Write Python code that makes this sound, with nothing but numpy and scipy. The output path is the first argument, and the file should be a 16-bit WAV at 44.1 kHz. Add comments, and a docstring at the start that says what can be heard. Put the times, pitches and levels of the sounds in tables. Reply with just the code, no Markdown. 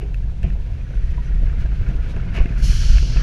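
"""Roller coaster in a banked curve

The microphone rides on a mount fixed to the nose of the car, close to everything, in mono.
The body rumbles and thumps, the wheels roar on the rails and wind rushes past. The mount ticks and
grates under the jolts while loose parts ring. After the hardest jolt a sudden hiss of air sets in
and slowly dulls."""
import sys
import numpy as np
from scipy import signal
from scipy.fft import rfft, irfft, next_fast_len
from scipy.io import wavfile
from scipy.ndimage import uniform_filter1d

SR = 44100
rng = np.random.default_rng(int(sys.argv[2]) if len(sys.argv) > 2 else 0)


def output_pcm(signal):
    """Save a mono or channel-first signal as 16-bit PCM at the path in sys.argv[1].

    Samples are clipped to [-1, 1] before scaling.
    """
    pcm = np.clip(np.atleast_2d(signal).T, -1, 1) * 32767
    wavfile.write(sys.argv[1], SR, np.round(pcm).astype(np.int16))


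N = 142002
T = np.arange(N) / SR

# How loud body, chassis, floor and wheels are at the nose. Each row: time in seconds, level in dB.
BODY_LEVELS = [(0, -24.5), (.27, -17.5), (.34, -27), (.54, -16.5), (.62, -22.5), (.93, -26.5), (.98, -15.5),
               (1.29, -21.5), (1.35, -11), (1.47, -14.5), (1.55, -18), (2.0, -17.5), (2.07, -21.5),
               (2.38, -21.5), (2.54, -19), (2.63, -12), (2.84, -16), (2.91, -5.5), (3.14, -20), (3.18, -7),
               (3.22, -21)]
CHASSIS_LEVELS = [(0, -44), (.12, -35.5), (.23, -29), (.36, -32.5), (.46, -29.5), (.64, -37), (.74, -23),
                  (.87, -35.5), (1.08, -30), (1.22, -36), (1.45, -26.5), (1.68, -34.5), (1.8, -24),
                  (1.95, -31.5), (2.16, -31.5), (2.52, -38), (2.7, -24.5), (2.95, -24.5), (3.22, -38)]
FLOOR_LEVELS = [(0, -33.5), (.2, -36), (.38, -36), (.47, -25), (.56, -36.5), (.85, -34), (.96, -35.5),
                (1.3, -32), (1.39, -31.5), (1.52, -30.5), (1.8, -32.5), (1.9, -25), (1.99, -39.5),
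                (2.18, -28.5), (2.54, -30.5), (2.7, -24), (2.8, -30.5), (2.9, -28), (3, -33), (3.09, -24.5),
                (3.22, -27)]
WHEEL_LEVELS = [(0, -41), (.1, -49), (.9, -48), (1.3, -45.5), (1.6, -44), (2.2, -41.5), (2.6, -43.5),
                (3, -45), (3.22, -41)]
# The tone of the same four. Each row: frequency in Hz, relative level in dB.
BODY_SPECTRUM = [(10, -14), (20, -0.5), (30, -2), (42, 3.5), (52, 0), (61, -7), (72, -19), (110, -29),
                 (200, -77.5)]
CHASSIS_SPECTRUM = [(50, -19), (68, 2), (82, 0), (100, -2.5), (118, -16.5), (200, -43.5)]
FLOOR_SPECTRUM = [(95, -8), (118, 3), (145, -2.5), (168, -2), (205, -13.5), (260, -24.5), (450, -43.5)]
WHEEL_SPECTRUM = [(130, -2.5), (230, 2), (290, 0.5), (350, 0), (420, -2), (500, -2), (600, -6.5),
                  (680, -4.5), (770, -11), (890, -12.5), (965, -10), (1060, -16), (1600, -36),
                  (4000, -68.5)]
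# The wheels sing faintly. Each row: peak time and width in seconds, pitch and bandwidth in Hz, level in dB.
WHEEL_WHINES = [(1.25, .28, 1885, 25, -58), (.98, .17, 5950, 150, -72), (1.262, .02, 5920, 120, -63)]

# The car thumps on the track.
# Each row: start and length of the push in seconds, then levels of push, knock and clatter in dB.
TRACK_THUMPS = [(0.019, 0.0076, -33, -50, -50), (0.436, 0.014, -4.5, -28, -39.5),
                (1.176, .008, -17, -44, -45), (1.426, 0.0086, -20.5, -40, -40.5),
                (1.648, 0.0042, -16, -36.5, -42), (1.888, 0.0062, -26, -38.5, -44),
                (2.162, 0.0079, -9, -37, -36.5), (2.344, 0.0046, -29, -37, -32),
                (2.374, 0.0048, -33, -32, -31), (2.4, 0.021, 2, -34, -31), (2.456, .004, -9.5, -32.5, -47),
                (2.505, 0.0053, -14, -50, -42), (2.698, 0.01, -6.5, -41, -51),
                (3.024, 0.0058, -17, -48, -36), (3.157, 0.0051, -16.5, -37.5, -35)]
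# The car's shell and the mount ring. Each row: pitch in Hz, relative level in dB, t60 in seconds.
SHELL_MODES = [(185, 1, .05), (366, -2, .1), (678, -5, .084)]
MOUNT_MODES = [(1380, -12, .012), (1760, -7, .016), (2330, -11, .012), (2640, -6, .018), (4400, -26, .006),
               (6200, -26, .006)]
# The mount ticks, right at the microphone. Each row: start in seconds, levels of ring and snap in dB.
MOUNT_TICKS = [(.1438, -28, -47), (.4308, -29, -46), (.503, -32, -54), (1.887, -30, -53), (2.164, -29, -52),
               (2.349, -29, -55), (2.374, -23, -54), (2.458, -24, -62), (2.983, -18.5, -57),
               (3.169, -24, -57)]
# The mount grates. Each row: start, rise and decay in seconds, level in dB.
MOUNT_GRATES = [(.002, .016, .02, -45), (.433, .003, .05, -43), (2.335, .04, .038, -32.5),
                (2.958, .02, .012, -36.5)]
# A thump's clatter, a tick's snap and the grating. 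Each row: frequency in Hz, relative level in dB.
CLATTER_SPECTRUM = [(120, -65.5), (200, 10.5), (380, 6), (680, -3), (1000, -4), (1600, -11.5), (4000, -41)]
SNAP_SPECTRUM = [(1200, 3.5), (3000, -3), (4000, 2.5), (7000, 5.5), (9000, -3.5), (11000, -2.5),
                 (14500, -13)]
GRATE_SPECTRUM = [(300, -12), (500, -7), (690, 2), (900, -8), (1080, -4), (1300, -7), (1650, -1),
                  (1950, -2), (2250, 2), (2650, 4), (2920, 2), (3200, -13), (6000, -19), (8000, -34),
                  (10500, -34), (15000, -45)]
# Loose parts ring once each. Each row: start in seconds, pitch in Hz, level in dB, t60 in seconds.
PART_PINGS = [(.026, 404, -32.5, .2), (.436, 3130, -47, .11), (.81, 2450, -39, .03),
              (.938, 1520, -37.5, .025), (1.179, 975, -36, .09), (1.318, 1720, -36.5, .035),
              (1.528, 1340, -35, .025), (2.461, 2110, -34, .035)]

# Strength of the wind on the nose. 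Each row: time in seconds, level in dB.
WIND_LEVELS = [(0, -56.5), (.25, -55.5), (.88, -53), (.98, -49), (1.4, -50), (1.6, -45.5), (2.3, -45),
               (2.57, -42.5), (2.68, -40.5), (2.98, -41), (3.04, -48.5), (3.22, -36.5)]
# Puffs of air pass the microphone. Each row: peak time and width in seconds, level in dB.
AIR_PUFFS = [(1.11, .015, -56), (1.61, .018, -54), (2.105, .018, -52), (2.358, .013, -46.5)]
# The wind's rush, the fine airstream and the air jet. Each row: frequency in Hz, relative level in dB.
RUSH_SPECTRUM = [(700, -26.5), (1200, 0), (1420, 5), (1700, 4.5), (1900, -0.5), (2150, 2), (2700, -0.5),
                 (3050, -5.5), (3700, -12), (4400, -14), (6100, -17), (7900, -40.5), (15000, -59)]
AIRSTREAM_SPECTRUM = [(2500, 6), (3300, 4), (4300, 1.5), (5100, -2.5), (6050, -2.5), (7000, -6),
                      (7900, -11.5), (10000, -11.5), (12000, -18), (15000, -28)]
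JET_SPECTRUM = [(1200, -48), (2200, -5.5), (3050, 5), (3700, -5), (4350, 6), (4850, 1.5), (5300, 5.5),
                (6100, 4), (7000, -2.5), (8100, -12), (10200, -6.5), (12000, -15.5), (15000, -23)]

AIRSTREAM_DB, AIRSTREAM_FOLLOWS = -57.5, 0.24   # rms level; share of the wind's swing in dB
LEAK_S, LEAK_DB = 2.575, -12.5   # a faint leak comes first; its level is relative to the jet
JET_START_S, JET_ATTACK_S, JET_HOLD_S, JET_DB = 2.618, 0.028, 0.27, -37
JET_FALL_DB_PER_S, DULL_DB_PER_S_PER_OCTAVE, DULL_ABOVE_HZ = 13.5, 24.5, 4940
TICK_SPREAD_DB, SLIPS_PER_S = 1.5, 900
RATTLES_PER_S, RATTLE_SPREAD_DB = 150, 3.5
CUTOFF_HZ = 15100


def car_rumble():
    """Just behind the microphone the body shakes, the chassis drones and the floor booms."""
    body = steadied(noise(BODY_SPECTRUM, flutter_db=-2, rate_hz=9.3), window_s=0.0713)
    chassis = steadied(noise(CHASSIS_SPECTRUM, flutter_db=4, rate_hz=19), window_s=0.025)
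    floor = steadied(noise(FLOOR_SPECTRUM, flutter_db=1, rate_hz=30), window_s=0.06)
    return level(BODY_LEVELS) * body + level(CHASSIS_LEVELS) * chassis + level(FLOOR_LEVELS) * floor


def thumps():
    """Each jolt from the track is a rounded push with a rebound, a knock in the shell and a dull clatter."""
    push = blows = clatter = 0
    for start, length, push_db, knock_db, clatter_db in TRACK_THUMPS:
        push += from_db(push_db) * np.sin(np.pi * np.clip((T - start) / length, 0, 1)) ** 2
        blows += from_db(knock_db) * click(start + length / 2)
        clatter += from_db(clatter_db) * burst(start, rise_s=0.0044, decay_s=0.013)
    push_and_rebound = signal.sosfilt(signal.butter(1, 20, "high", fs=SR, output="sos"), push)
    clatter *= colour(rng.standard_normal(N), CLATTER_SPECTRUM)
    return push_and_rebound + struck(blows, SHELL_MODES) + clatter


def wheels():
    """The wheels roar on the rails below, and their narrow resonances swell and fade."""
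    roar = level(WHEEL_LEVELS) * noise(WHEEL_SPECTRUM, flutter_db=2, rate_hz=25)
    whines = 0
    for peak, width, hz, bandwidth_hz, db in WHEEL_WHINES:
        t60 = np.log(1000) / (np.pi * bandwidth_hz)
        resonance = rms_one(ring(rng.standard_normal(N), hz, t60))
        whines += from_db(db) * swell(peak, width) * steadied(resonance, window_s=0.071)
    return roar + whines


def wind():
    """Turbulent air rushes past, with the car's rattle in it, a steadier hiss above and brighter puffs."""
    force = level(WIND_LEVELS)
    rush = from_db(-3) * noise(RUSH_SPECTRUM, flutter_db=1.9, rate_hz=18)
    rattling = from_db(-8) * rattle()
    puffs = sum(from_db(db) * swell(peak, width) for peak, width, db in AIR_PUFFS)
    airstream = from_db(AIRSTREAM_DB) * rms_one(force ** AIRSTREAM_FOLLOWS)
    fine_hiss = np.hypot(airstream, puffs) * noise(AIRSTREAM_SPECTRUM, flutter_db=1.05, rate_hz=30)
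    return force * (rush + rattling) + fine_hiss


def air_jet():
    """Air leaks faintly, then a hissing jet opens, holds and dies away, the higher bands first."""
    leak = from_db(LEAK_DB) * ramp(LEAK_S, rise_s=0.006)
    opening = leak + ramp(JET_START_S, JET_ATTACK_S)
    age = np.maximum(T - JET_START_S - JET_ATTACK_S, 0)
    strength = from_db(JET_DB - JET_FALL_DB_PER_S * np.maximum(age - JET_HOLD_S, 0))
    remaining = noise(JET_SPECTRUM, flutter_db=0, rate_hz=79)
    hiss = 0
    for hz in np.geomspace(5000, 13000, 7):   # peel off bands from the bottom up
        band = signal.sosfiltfilt(signal.butter(6, hz, fs=SR, output="sos"), remaining)
        remaining = remaining - band
        octaves_up = max(np.log2(hz / DULL_ABOVE_HZ), 0)
        dulling = from_db(-DULL_DB_PER_S_PER_OCTAVE * age * octaves_up)
        hiss += band * dulling
    hiss += remaining * dulling   # the very top fades with the last band
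    return hiss * opening * strength


def mount():
    """The microphone mount ticks with a snap and a short ring, never quite alike, and at times grates."""
    rings = snaps = 0
    for start, ring_db, snap_db in MOUNT_TICKS:
        modes = [(hz, ring_db + db + rng.normal(0, TICK_SPREAD_DB), t60) for hz, db, t60 in MOUNT_MODES]
        rings += struck(click(start), modes)
        snaps += from_db(snap_db) * burst(start, rise_s=0.00068, decay_s=0.0012)
    rubbing = sum(from_db(db) * burst(start, rise, decay) for start, rise, decay, db in MOUNT_GRATES)
    return rings + snaps * colour(rng.standard_normal(N), SNAP_SPECTRUM) + rubbing * grating()


def grating():
    """Friction in the mount: dense uneven slips and smooth rubbing in equal parts; rms about 1."""
    slips = rng.standard_normal(N) * (rng.random(N) < SLIPS_PER_S / SR)
    friction = rms_one(slips) + rng.standard_normal(N)
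    return steadied(colour(friction, GRATE_SPECTRUM), window_s=0.015)


def loose_parts():
    """Small parts are jogged and ring at their own pitch, chattering in their seats."""
    rings = sum(from_db(db) * ramp(start, rise_s=0.0015) * ring(click(start), hz, t60)
                for start, hz, db, t60 in PART_PINGS)
    chatter = 1 + 0.3 * drift(rate_hz=120)
    return rings * chatter


def rattle():
    """Small random contacts in the car, each ringing briefly at one of many pitches; rms 1."""
    sizes = from_db(RATTLE_SPREAD_DB * np.minimum(rng.exponential(1, N), 3))
    signs = rng.choice([-1, 1], N)
    contacts = sizes * signs * (rng.random(N) < RATTLES_PER_S / SR)
    pitches_hz = np.geomspace(1364, 2743, 20)
    pitch_index = rng.integers(0, len(pitches_hz), N)
    rings = sum(ring(contacts * (pitch_index == k), hz, t60=0.035) for k, hz in enumerate(pitches_hz))
    return colour(rings, RUSH_SPECTRUM)


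def from_db(db):
    """Decibels to gain."""
    return 10 ** (np.asarray(db) / 20)


def rms_one(x):
    """Scale to unit rms."""
    return x / np.sqrt(np.mean(x ** 2) + 1e-20)


def level(rows):
    """Gain over time from rows of time in seconds and level in dB."""
    return from_db(np.interp(T, *np.transpose(rows)))


def drift(rate_hz):
    """A smooth random wander, mostly slower than rate_hz; rms about 1."""
    step, settling = 40, 2000   # samples per step; steps for the filter to settle
    pole = np.exp(-2 * np.pi * rate_hz * step / SR)
    draws = rng.standard_normal(N // step + settling + 2)
    slow = signal.lfilter([1], [1, -2 * pole, pole * pole], draws)[settling:]
    return np.interp(np.arange(N) / step, np.arange(len(slow)), rms_one(slow))


def colour(x, spectrum):
    """Filter a sound by a spectrum that falls away beyond its ends; rms 1."""
    size = next_fast_len(N)
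    hz = np.maximum(np.arange(size // 2 + 1) * SR / size, 1)
    points_hz, db = np.transpose(spectrum)
    shape = from_db(np.interp(np.log(hz), np.log(points_hz), db))
    skirts = np.minimum(1, np.minimum(hz / points_hz[0], points_hz[-1] / hz)) ** 2
    return rms_one(irfft(rfft(x, size) * skirts * shape, size)[:N])


def noise(spectrum, flutter_db, rate_hz):
    """Coloured noise whose level flutters; rms 1."""
    return colour(rng.standard_normal(N) * from_db(flutter_db * drift(rate_hz)), spectrum)


def steadied(x, window_s):
    """Even out the slow swells of a noise."""
    power = uniform_filter1d(x ** 2, int(window_s * SR))
    return x / np.sqrt(power + 1e-3)


def ramp(start_s, rise_s):
    """A straight rise from 0 to 1, then held."""
    return np.clip((T - start_s) / rise_s, 0, 1)


def burst(start_s, rise_s, decay_s):
    """Straight rise, exponential fall."""
    return ramp(start_s, rise_s) * np.exp(-np.maximum(T - start_s - rise_s, 0) / decay_s)


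def swell(peak_s, width_s):
    """A bell-shaped rise and fall."""
    return np.exp(-0.5 * ((T - peak_s) / width_s) ** 2)


def click(start_s):
    """A unit click at the given time."""
    return np.arange(N) == int(start_s * SR)


def ring(clicks, hz, t60):
    """A unit click sets a sine of height 1 ringing; it falls 60 dB in t60 seconds."""
    radius = np.exp(-np.log(1000) / (t60 * SR))
    angle = 2 * np.pi * hz / SR
    return signal.lfilter([0, np.sin(angle)], [1, -2 * radius * np.cos(angle), radius ** 2], clicks + 1e-18)


def struck(clicks, modes):
    """Clicks ring a table of modes, alternating in polarity."""
    return sum((-1) ** k * from_db(db) * ring(clicks, hz, t60) for k, (hz, db, t60) in enumerate(modes))


def scene():
    """Everything meets at the one microphone on the nose and goes to both channels alike."""
    mono = car_rumble() + wheels() + wind() + air_jet() + mount() + thumps() + loose_parts()
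    return np.tile(mono, (2, 1))


def record(dry):
    """The highest peaks are rounded and the top treble is cut."""
    rounded = dry / (1 + dry ** 8) ** (1 / 8)
    return signal.sosfilt(signal.ellip(10, 0.1, 80, CUTOFF_HZ, fs=SR, output="sos"), rounded)


dry = scene()
out = record(dry)
output_pcm(out)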